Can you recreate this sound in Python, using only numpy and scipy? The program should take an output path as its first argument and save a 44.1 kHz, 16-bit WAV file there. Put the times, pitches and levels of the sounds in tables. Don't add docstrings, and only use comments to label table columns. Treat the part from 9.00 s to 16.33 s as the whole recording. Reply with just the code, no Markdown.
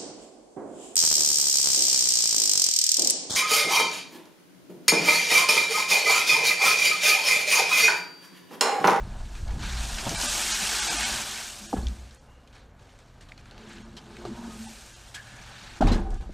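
import sys
import numpy as np
from scipy import signal
from scipy.fft import rfft, irfft
from scipy.io import wavfile
from scipy.ndimage import uniform_filter1d

SR = 44100
rng = np.random.default_rng(int(sys.argv[2]) if len(sys.argv) > 2 else 0)


def undo_db(level):
    steps = np.asarray(level, float) / 20
    return 10 ** steps


def master_out(mix):
    frames = np.transpose(np.atleast_2d(mix))
    ceiling = np.clip(frames, -1, 1)
    pcm = np.round(ceiling * 32767).astype(np.int16)
    wavfile.write(sys.argv[1], SR, pcm)


N = 323253


def rms_one(x):
    return x / np.sqrt(np.mean(x ** 2) + 1e-20)


def in_time(rows):
    s, *columns = np.transpose(rows)
    return [np.interp(np.arange(N) / SR, np.maximum.accumulate(s), c) for c in columns]


def at_hz(points, hz):
    points_hz, points_db = np.transpose(points)
    return np.interp(np.log(hz), np.log(points_hz), points_db)


def place(out, start_s, sound):
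    at = round(start_s * SR)
    out[at:at + len(sound)] += sound[:N - at]


def drift(rate):
    r = np.exp(-80 * np.pi * rate / SR)
    slow = signal.lfilter([1], [1, -2 * r, r * r], rng.standard_normal(N // 40 + 2002))[2000:]
    return np.interp(np.arange(N) / 40, np.arange(len(slow)), rms_one(slow))


def ring(clicks, hz, t60):
    r = undo_db(-60 / (t60 * SR))
    w = 2 * np.pi * hz / SR
    return signal.lfilter([0, np.sin(w)], [1, -2 * r * np.cos(w), r * r], clicks + 1e-18)


def band(x, low_hz, high_hz):
    return signal.sosfilt(signal.butter(2, [low_hz, high_hz], "band", fs=SR, output="sos"), x)


def grains(per_s, spread_db):
    sizes = undo_db(spread_db * np.minimum(rng.exponential(1, N), 5)) * rng.choice([-1, 1], N)
    return rms_one(sizes * (rng.random(N) < per_s / SR))


def evened(x, over_s):
    return x / np.sqrt(uniform_filter1d(x ** 2, int(over_s * SR)) + 1e-20)


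def coloured(sources, spectrum, patchy_db, count):
    edges = 18 * 2 ** np.arange(0, 10, 1 / count)
    centres = np.sqrt(edges[1:] * edges[:-1])
    bands = []
    for k, (hz, low, high) in enumerate(zip(centres, edges, edges[1:])):
        if hz > spectrum[0][0]:
            gain = undo_db(at_hz(spectrum, hz) + patchy_db * drift(23))
            bands.append((hz, gain * band(sources[k % 2], low, high)))
    return bands


def swells(s, crest_db, rise_s, fall_s, rest_db):
    t = np.arange(0, N, 64)[:, None] / SR
    before = (s - t) / np.maximum(rise_s, 1e-3)
    after = (t - s) / np.maximum(fall_s, 1e-3)
    away = np.where(t < s, before, after)
    power = np.sum(undo_db(crest_db - 20 * away) ** 2, axis=1) + undo_db(rest_db) ** 2
    return np.interp(np.arange(N) / SR, t[:, 0], np.sqrt(power))


# pitch_hz, level_db (per Hz)
AIR_TONE = [(12, -31), (24, 1), (59, -2), (119, -1), (180, -41), (245, -6), (362, -21), (492, -10.5),
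            (581, -17.5), (1630, -21), (1920, -24), (7740, -63), (15500, -26)]


def air():
    bands = coloured(rng.standard_normal((2, N)), AIR_TONE, patchy_db=1.8, count=2)
    return undo_db(-54.5) * rms_one(sum(x for hz, x in bands))


# crest_s, crest_db, rise_s, fall_s
HEAVES = [
    (.05, -33, .2, .4),
    (.22, -33, .3, 0.48),
    (.43, -30, .1, 0.37),
    (.65, -38, .3, 0.55),
    (.95, -36.5, .3, 0.44),
    (6.85, -25, .022, .35),
    (7.1, -31, .3, .6),
]


def heave():
    rocking = evened(band(rng.standard_normal(N), 14, 40.7), .15)
    return swells(*np.transpose(HEAVES), -66) * rocking


# crest_s, crest_db, pitch_hz, rise_s, fall_s
SWAYS = [(0.001, -28, 52.77, 0.014, 0.07), (.36, -43, 45.1, 0.34, -1), (.43, -27, 50.6, 0.041, 0.05),
         (.52, -27, 54.2, 0.14, 0.22), (.62, -26.5, 61.9, 0.067, 0.22), (.72, -41, 58.1, .1, -1),
         (0.811, -29, 58.27, 0.24, 0.1), (.92, -34.5, 44.8, 0.28, 0.1), (1.16, -36.5, 50.1, 0.2, 0.3),
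         (1.29, -42, 45.15, .1, 0.6), (1.5, -46.5, 49.75, .2, 2), (1.85, -44, 55.76, .6, 0),
         (2.02, -39, 52, 0.22, 0.05), (2.16, -32, 55.4, 0.11, -0.07), (2.5, -57, 39.83, .5, 1),
         (2.79, -26.5, 59, 0.047, 0.16), (2.87, -25.5, 60.2, 0.089, 0.11), (2.94, -39, 59.96, .1, 0.26),
         (3.02, -41, 60.3, 0.16, 0.15), (3.1, -52, 62.05, 0.057, 0), (3.3, -54.5, 62.36, 0.62, 10),
         (4.3, -57.5, 34.98, 0.46, 3), (4.84, -50, 46.3, 0.28, 0), (5.35, -48, 57.1, 0.6, 1),
         (6.08, -50.5, 51.2, 0.8, 0), (6.49, -48, 50.07, .2, -0.1), (6.77, -49, 49.92, 0.39, -3),
         (6.83, -19, 38.25, 0.017, 0.33), (6.875, -21, 38.8, 0.05, 0.25), (6.94, -28, 36.7, .05, 0.2),
         (7.13, -28.5, 34.14, 0.27, 0.4)]


def deck():
    s, crest_db, pitch_hz, rise_s, fall_s = np.transpose(SWAYS)
    hz = np.interp(np.arange(N) / SR, s, pitch_hz)
    gain = swells(s, crest_db, rise_s, fall_s, -73)
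    clean = 0.65
    swing = np.sqrt(2) * np.sin(2 * np.pi * np.cumsum(hz * (1 + 0.0587 * drift(12.56))) / SR)
    shaken = evened(band(rng.standard_normal(N), 28.4, 70.0), 0.107)
    return gain * (np.sqrt(clean) * swing + np.sqrt(1 - clean) * shaken)


# crest_s, crest_db, rise_s, fall_s
BOOMS = [(0.001, -33, .01, 0.43), (.57, -29.5, 0.2, 0.51), (1.07, -28.5, 0.035, .17),
         (1.64, -41, 0.13, .13), (2.2, -43, 0.24, 0.19), (2.59, -52, 0.022, 0.14), (2.77, -31, 0.041, 0.1),
         (3.81, -52, 0.96, 0.22), (4.52, -47.5, 1, .9), (4.798, -51, .3, 0.3), (5.12, -43, 0.075, 0.0596),
         (5.256, -37, .01, 0.24), (6.393, -44, 0.82, 1), (6.9, -41, .06, .3), (7.1, -55, 0.32, 0.39),
         (7.32, -40, 0.15, .2)]


def booms():
    slips = grains(1500, 3.74)
    boom = rms_one(band(slips, 78, 185)) + 1.05 * rms_one(ring(slips, 122.1, 0.69))
    return undo_db(-6.0) * swells(*np.transpose(BOOMS), -59.5) * evened(boom, 0.074)


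# pitch_hz, level_db, t60_s
PLANK_NOTES = [(581, -6, 0.14), (680, 4, 0.086), (782, 6, 0.065), (874.4, -12.5, 0.31), (939, -4, 0.087),
               (1058, -4, 0.081), (1197, -9.5, 0.11), (1285, -11, 0.08), (1487, -14.5, 0.1),
               (1684, -36.5, 0.71)]
# crest_s, crest_db, rise_s, fall_s
SHUDDERS = [(0.001, -41.5, .01, 1.6), (.6, -40, 0.58, 3.8), (1.25, -31, 0.42, 0.77),
            (2.008, -29.5, 0.36, 0.57), (2.6, -52, 0.051, 0.18), (2.77, -29.5, 0.058, 0.11),
            (4.7, -48.5, 0.95, 0.29), (5.255, -41, 0.068, 0.44), (5.46, -43, 1.4, 0.6),
            (6.401, -49, 1.5, 1.76), (6.96, -33, .18, 0.34)]


def shudders():
    slips = grains(2500, 3.26) * undo_db(5.5 * drift(4.5))
    rumble = np.zeros(N)
    for k, (hz, db, t60) in enumerate(PLANK_NOTES):
        rumble += undo_db(0.5 * db) * ring(slips, hz, 0.39 * t60) * (-1) ** k
    return undo_db(-7.5) * swells(*np.transpose(SHUDDERS), -69) * evened(rumble, 0.16)


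# pitch_hz, level_db, t60_s
GROAN_NOTES = [
    (220.7, -5, 0.2),
    (240.2, -14, 0.16),
    (346.2, -7, 0.49),
    (415, -13, 0.057),
]
# crest_s, crest_db, high_note_db (over the crest), rise_s, fall_s
DRAGS = [(.57, -57.5, 3.5, 0.83, 0.53), (1.0, -51, -22, 1.2, 0.088), (1.23, -60, 10.5, 0.2, 0.3),
         (1.6, -48, -22, 2.4, 0.46), (2.1, -44.5, -7.5, 0.68, 0.53), (2.66, -56, 0, 0.11, .3),
         (2.77, -38.5, -6.5, 0.086, 0.24), (4.58, -57, 3, 0.084, 0.59), (4.7, -50, -1.5, 0.25, 0.2),
         (4.8, -46, -15, 0.32, 0.7), (4.97, -51.5, -1, .2, .2), (5.12, -56, 8, 0.054, 0.74),
         (5.3, -44.5, -0.5, 0.35, 0.18), (5.49, -39.5, -12.5, 0.2, 0.29), (5.62, -48, -26, 0.29, 0.27),
         (6.749, -61, -3.5, 0.84, .2), (6.96, -47, 13.5, 0.13, 0.25), (7.03, -41.5, -6, 0.18, 0.29),
         (7.23, -55, -7, 0.21, 0.29)]


def groans():
    s, crest_db, high_db, rise_s, fall_s = np.transpose(DRAGS)
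    low_gain = swells(s, crest_db, rise_s, fall_s, -74.5)
    high_gain = swells(s, crest_db + high_db, rise_s, fall_s, -74.5)
    slips = grains(1500, 3.74)
    notes = [undo_db(db) * rms_one(ring(slips, hz, t60)) for hz, db, t60 in GROAN_NOTES]
    groan = low_gain * evened(notes[0] + notes[1], 0.081) + high_gain * evened(notes[2] + notes[3], 0.13)
    bend_s = .0012
    return np.interp(np.arange(N) + bend_s * SR * drift(2.46), np.arange(N), groan)


# start_s, length_s, pitch_hz, width_hz, level_db
SQUEAKS = [(1.062, 0.055, 176, 68, -28.5), (1.063, 0.03, 860, 190, -31.5), (1.862, 0.11, 780, 97, -41),
           (2.597, .11, 217, 28, -46.5), (4.966, .036, 4300, 3300, -45), (2.829, .011, 4360, 250, -45),
           (2.9, 0.051, 200, 25, -44), (5.333, 0.21, 940, 35, -51.5), (6.1435, .035, 5100, 5500, -41.5),
           (3.257, 0.28, 2830, 130, -68.5), (6.148, .05, 1700, 68, -50.5), (6.173, 0.06, 1690, 144, -44),
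           (6.275, 0.088, 1640, 290, -57), (6.188, .5, 1700, 130, -58.5), (6.868, .045, 4000, 3600, -41),
           (2.765, .025, 1200, 550, -39.5), (6.83, .19, 850, 740, -35), (6.878, 0.035, 3900, 300, -45),
           (6.918, 0.05, 4800, 3800, -41.5), (7.0, 0.32, 775, 30, -47)]


def squeaks():
    out = np.zeros(N)
    for s, length, hz, width, level_db in SQUEAKS:
        size = int(length * SR)
        noise = band(rng.standard_normal(SR // 2), hz - width / 2, hz + width / 2)
        swell = np.sin(np.pi * np.linspace(0, 1, size) ** 0.44)
        place(out, s, undo_db(level_db) * rms_one(noise[-size:]) * swell)
    return out


# start_s, peak_db, pitch_hz, t60_s, rise_cycles
TAPS = [(.572, -35, 220, 0.072, .5), (1.625, -35, 205, 0.067, 0.38), (1.945, -36, 280, .08, .5),
        (1.978, -36.5, 720, .06, 2.5), (2.7283, -20, 820, 0.027, .5), (2.729, -27.5, 390, .05, .5),
        (2.7345, -18.5, 280, 0.033, .7), (2.7368, -20, 754, 0.025, .8), (2.7365, -26, 545, .03, 0.54),
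        (2.729, -31, 1250, .02, 0.46), (2.7285, -27, 610, 0.027, 0.55), (2.778, -34, 795, .04, 1.5),
        (2.767, -26, 204, 0.095, 0.49), (5.2525, -31, 830, 0.027, .4), (5.2515, -29, 380, 0.037, .4),
        (5.2525, -33.5, 1150, .025, .4), (5.27, -34, 334, .1, 2.5), (5.565, -37.5, 225, 0.48, 3.5),
        (5.5, -47, 1250, .25, 8), (7.2935, -30, 330, 0.028, .4), (5.305, -30, 230, 0.076, 1.5),
        (5.37, -34, 230, 0.2, 2.1), (5.426, -34, 233, 0.17, 1.3), (6.8068, -16.5, 270, 0.041, 0.29),
        (6.8068, -23.5, 750, .03, .4), (6.812, -17, 640, .05, 1.5), (6.811, -29, 1390, .06, .6),
        (6.8222, -10.5, 750, 0.021, 3.5), (6.832, -19, 255, .04, .4), (6.843, -19, 157, 0.055, 0.37),
        (6.876, -21.5, 800, 0.058, .6), (6.9, -25, 190, .1, .6), (6.915, -20, 230, .15, .6),
        (6.995, -26.5, 202, .12, .6)]
# start_s, peak_db, pitch_hz, t60_s, rise_cycles
TICKS = [(2.8692, -26, 3200, 0.0055, .4), (2.8694, -31, 5500, .005, .4), (2.871, -38, 3500, .008, .4),
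         (2.8845, -32, 6300, .005, .4), (2.8846, -37, 3780, .005, .4), (4.3198, -34.5, 2150, 0.0098, .4),
         (4.3212, -43, 3200, 0.0046, .4), (4.3228, -40, 2300, .006, .4), (4.378, -42, 4400, .006, .4),
         (4.459, -45, 1490, .012, .4), (4.977, -45.5, 3100, .05, 6), (6.1445, -38, 3250, 0.084, 5),
         (6.1445, -42, 7800, .05, 5), (6.157, -40, 1650, 0.077, 6), (6.917, -30, 4090, .06, 9),
         (6.868, -35, 2360, .03, 3)]


def taps():
    out = np.zeros(N)
    t = np.arange(SR // 3) / SR
    for s, peak_db, hz, t60, rise in TAPS + TICKS:
        swell = (1 - np.exp(-t * hz / rise)) ** 2 * undo_db(-60 * t / t60)
        tap = np.sin(2 * np.pi * hz * t) * swell
        place(out, s, undo_db(peak_db) * tap / np.abs(tap).max())
    return out


# start_s, peak_db, pitch_hz, scattered_leaves_db
SNAPS = [(0.352, -35, 2470, -47), (.4778, -41, 4490, -51), (0.506, -40, 2440, -49.5),
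         (0.594, -47, 2700, -48), (0.984, -22.5, 2560, -37), (1.093, -15, 5660, -43),
         (1.148, -25, 3000, -45), (1.2005, -19, 5640, -45), (1.213, -18, 5660, -43),
         (2.869, -29, 3200, -52), (3.0532, -46, 2350, -66), (3.1091, -40, 4574, -64.5),
         (3.147, -43, 7470, -75), (3.475, -45, 3220, -64), (3.5279, -48, 3195, -61),
         (3.7945, -51, 3000, -65), (3.855, -52, 2557, -70), (3.893, -48, 2550, -60),
         (3.9565, -56, 3000, -77), (3.989, -47, 7100, -61), (4.209, -47, 2830, -51.5),
         (4.2879, -44, 3630, -55.5), (4.3204, -35.5, 2220, -69.5), (4.378, -41, 4120, -55.5),
         (4.4563, -43, 2000, -60), (4.511, -37.5, 3670, -70), (4.579, -39, 2780, -66),
         (4.7828, -41, 2500, -56), (4.9294, -49, 2990, -64), (4.9684, -35, 3760, -56),
         (5.168, -34.5, 2440, -68), (5.252, -33.5, 3450, -48.5), (6.1446, -37, 3300, -41),
         (6.8106, -35, 2500, -40.5), (6.8716, -25.5, 2338, -43), (6.884, -31, 3900, -50),
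         (6.9193, -29, 4080, -40.5), (6.93, -33, 6500, -49), (6.955, -45, 6800, -54),
         (7.1044, -43, 7000, -70), (7.1434, -41.5, 6504, -64), (7.21, -50.5, 4200, -56.5),
         (7.3067, -52, 4500, -71)]


def snaps():
    out, size = np.zeros(N), SR // 5
    t60_s = 0.023
    for s, peak_db, hz, _ in SNAPS:
        burst = rng.standard_normal(size) * undo_db(-60 * np.arange(size) / (t60_s * SR))
        burst[0] = 4.6
        snap = band(burst, 1360, 5300) + undo_db(5.5) * band(burst, hz * 0.74, hz * 1.21)
        place(out, s, undo_db(peak_db) * snap / np.abs(snap).max())
    return out


# pitch_hz, level_db, t60_s
TUB_NOTES = [(122, -67, 0.075), (150, -38, 0.12), (192.6, -6, 0.18), (218.3, -7, 0.4), (248.4, -6.5, 0.32),
             (304, -2.5, 0.07), (331.6, -3.5, 0.13), (403, 1.5, 0.071), (467, -7, 0.063)]
# start_s, hollow_db, hard_db, ring_length (factor), contact_s
KNOCKS = [(.068, -49, -50, 0.8, .0068), (0.565, -47, -66, .94, .005), (0.837, -47, -42, 2.8, 0.0042),
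          (1.028, -54, -34.5, 1.5, 0.011), (1.066, -36, -26.5, 0.57, 0.013),
          (1.11, -32.5, -26.5, 0.43, 0.028), (1.232, -32.5, -31, 0.66, 0.014), (1.9, -37, -40, 1.65, 0.021),
          (2.7277, -48, -44, 0.4, 0.0041), (2.736, -25.5, -40, 0.42, 0.0034),
          (2.764, -32, -42, 1.4, 0.0074), (4.316, -75, -52, 0.45, 0.0033), (5.252, -41, -35, 0.39, 0.0017),
          (5.29, -42, -48, 0.79, 0.0075), (5.67, -55, -43, .4, .006), (6.807, -24, -26, 0.54, .013),
          (6.82, -27, -22.5, 0.47, .008), (6.844, -22, -29.5, 0.97, 0.012),
          (6.868, -24.5, -26, 0.79, 0.016), (6.9, -26, -24, 0.45, 0.022), (6.915, -24, -29, 0.45, 0.025),
          (6.949, -27, -42, 0.99, 0.016), (7.222, -55, -45.5, 0.7, 0.0087), (7.294, -39, -65, 0.26, 0.0046)]


def knocks():
    out, size = np.zeros(N), SR // 2
    notes = TUB_NOTES + PLANK_NOTES
    soft = signal.butter(2, 1700, fs=SR, output="sos")
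    for s, hollow_db, hard_db, length, touch_s in KNOCKS:
        crunch = rng.standard_normal(SR // 20)
        contact = np.zeros(size)
        contact[:len(crunch)] = crunch * np.exp(-np.arange(len(crunch)) / (touch_s * SR))
        contact[0] = 1.8
        contact = signal.sosfilt(soft, contact / np.sqrt(np.sum(contact ** 2)))
        blow = undo_db(hard_db - 8.0) * band(contact, 250, 2700)
        parts = [hollow_db - 0.5] * len(TUB_NOTES) + [hard_db - 6.5] * len(PLANK_NOTES)
        for (hz, db, t60), part_db in zip(notes, parts):
            blow += undo_db(part_db + db + 2.9 * rng.normal()) * ring(contact, hz, t60 * length)
        place(out, s, blow)
    return out


def echoes(x):
    out, dull = x.copy(), band(x, 330, 2400)
    for lag_s, level_db in [(.004, -34), (.011, -10.5)]:
        lag = int(lag_s * SR)
        out[lag:] += undo_db(level_db) * dull[:-lag]
    return out


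# time_s, rustle_db, dryness_db
FLOW = [(0, -55.5, -11), (.57, -54.5, -2), (.63, -39, -10.5), (.86, -38.5, -1.5), (1.18, -35.5, -1),
        (1.29, -30, 1.5), (2.02, -28.5, -2.5), (2.4, -37, 0), (2.7, -49, 2.5), (3.15, -59, -6),
        (3.19, -66, -2), (3.78, -71.5, -12), (6.2, -68, -8), (6.26, -53.5, -10), (6.6, -48, -11),
        (6.79, -48.5, -10.5), (6.805, -64, -4), (7.33, -82, -8)]
# crest_s, crest_db, dryness_db, rise_s, fall_s
STIRS = [(.37, -59, 3, 0.75, 0.23), (3.56, -55.5, -12.5, 0.063, .15), (3.82, -62.5, -6.5, 0.09, 1.5),
         (1.225, -32.5, 4, 0.068, 0.14), (4.62, -58, -15, 0.32, 0.48), (4.72, -51.5, -14, 0.14, 0.11),
         (4.975, -54, -12, .01, 0.076), (4.76, -51.5, -12.5, 0.47, 0.18), (5.2, -53, -10, 0.66, 3.5),
         (5.62, -49.5, 1.5, 0.42, 1.2), (6.82, -45, -17, .01, 0.22), (6.885, -41, -21, 0.044, 0.11),
         (6.935, -40.5, -20, 0.12, 0.089), (7.106, -57.5, -6.5, 0.012, 0.35), (7.325, -57, -8, 0.018, 0.16)]


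def rustle(offset_db, per_dry_db):
    flow_db, flow_dry_db = in_time(FLOW)
    scatter = [(s, db, -9.5, 0.0033, 0.086) for s, _, _, db in SNAPS]
    s, crest_db, dry_db, rise_s, fall_s = np.transpose(STIRS + scatter)
    stirred = swells(s, crest_db + per_dry_db * dry_db, rise_s, fall_s, -120)
    return undo_db(offset_db) * np.hypot(undo_db(flow_db + per_dry_db * flow_dry_db), stirred)


def crisp_leaves():
    cracks = grains(700, 1.7)
    dealt = rng.integers(0, 24, size=N)
    pitches = np.geomspace(2200, 9500, num=24)
    return rms_one(sum(ring(cracks * (dealt == k), hz, 110 / hz) for k, hz in enumerate(pitches)))


# pitch_hz, level_db (per Hz)
LEAF_TONE = [(290, -4.5), (500, -6.5), (537, -27.5), (851, 4), (983, -3.5), (1560, 3), (1850, -0.5),
             (2500, -4), (2810, 2), (3190, -1.5), (6460, -1), (8300, -9.5), (10500, -17.5), (15500, -25.5)]
# pitch_hz, width_hz, level_db
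TUB_VOICE = [(820, 150, -1.5), (1560, 150, 2.5), (2830, 230, 0.5), (4220, 99, 1), (3640, 68, 0),
             (5660, 160, 2.5), (6390, 150, 2), (7650, 200, 3)]


def leaves():
    coarse_hz, sheen_hz, fine_hz = 2500, 5000, 8000
    clumps = undo_db(0.3 * drift(16.0) + 0.78 * drift(70))
    crackles = [grains(7000, 1.7) * clumps, grains(7000, 1.5) * clumps]
    bands = coloured(crackles, LEAF_TONE, patchy_db=0.95, count=3)
    coarse = sum(x for hz, x in bands if hz < coarse_hz)
    body = sum(x for hz, x in bands if coarse_hz <= hz < fine_hz)
    sheen = sum(x for hz, x in bands if sheen_hz <= hz < fine_hz)
    fine = sum(x for hz, x in bands if hz >= fine_hz)
    plain = rustle(0, 0)
    body = body + sheen * (rustle(0, 0.61) / plain - 1)
    out = plain * (0.86 * rms_one(body) + 0.5 * crisp_leaves())
    out = out + rustle(-6, -0.39) * rms_one(coarse)
    out = out + rustle(-4.5, 1.0) * rms_one(fine)
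    for hz, width, db in TUB_VOICE:
        b, a = signal.iirpeak(hz, hz / width, fs=SR)
        out = out + (undo_db(db) - 1) * signal.lfilter(b, a, out)
    return out


def scene():
    background = air() + heave() + deck()
    rubbing = booms() + shudders() + groans()
    blows = echoes(knocks() + snaps() + squeaks()) + taps()
    mix = background + rubbing + blows + leaves()
    return np.stack([mix, mix])


THIN_S = [1.17, 1.28, 1.532, 1.812, 1.896, 1.98, 2.047, 2.68, 3.19, 4.84, 5.67, 5.95, 7.19]


def thin_out(x):
    out, size = x.copy(), 2048
    window, hz = signal.windows.tukey(size, 1), np.fft.rfftfreq(size, 1 / SR)
    for s in THIN_S:
        at = round(s * SR) - size // 2
        frame = out[:, at:at + size] * window
        lines = rfft(frame)
        usual = uniform_filter1d(np.abs(lines), size=60, axis=1)
        kept = (np.abs(lines) > 1.35 * usual) & (hz < 10000)
        change_db = np.where(kept, 3.5, -16) * (hz > 260)
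        out[:, at:at + size] += irfft(lines * undo_db(change_db)) - frame
    return out


def band_limit(x):
    return signal.sosfilt(signal.butter(12, 15670, fs=SR, output="sos"), x)


def record(dry):
    rounded = 0.56 * np.tanh(dry / 0.66)
    top_cut = signal.cheby2(10, 50, 16200, fs=SR, output="sos")
    finished = thin_out(signal.sosfilt(top_cut, rounded))
    return band_limit(finished)


dry = scene()
out = record(dry)
master_out(out)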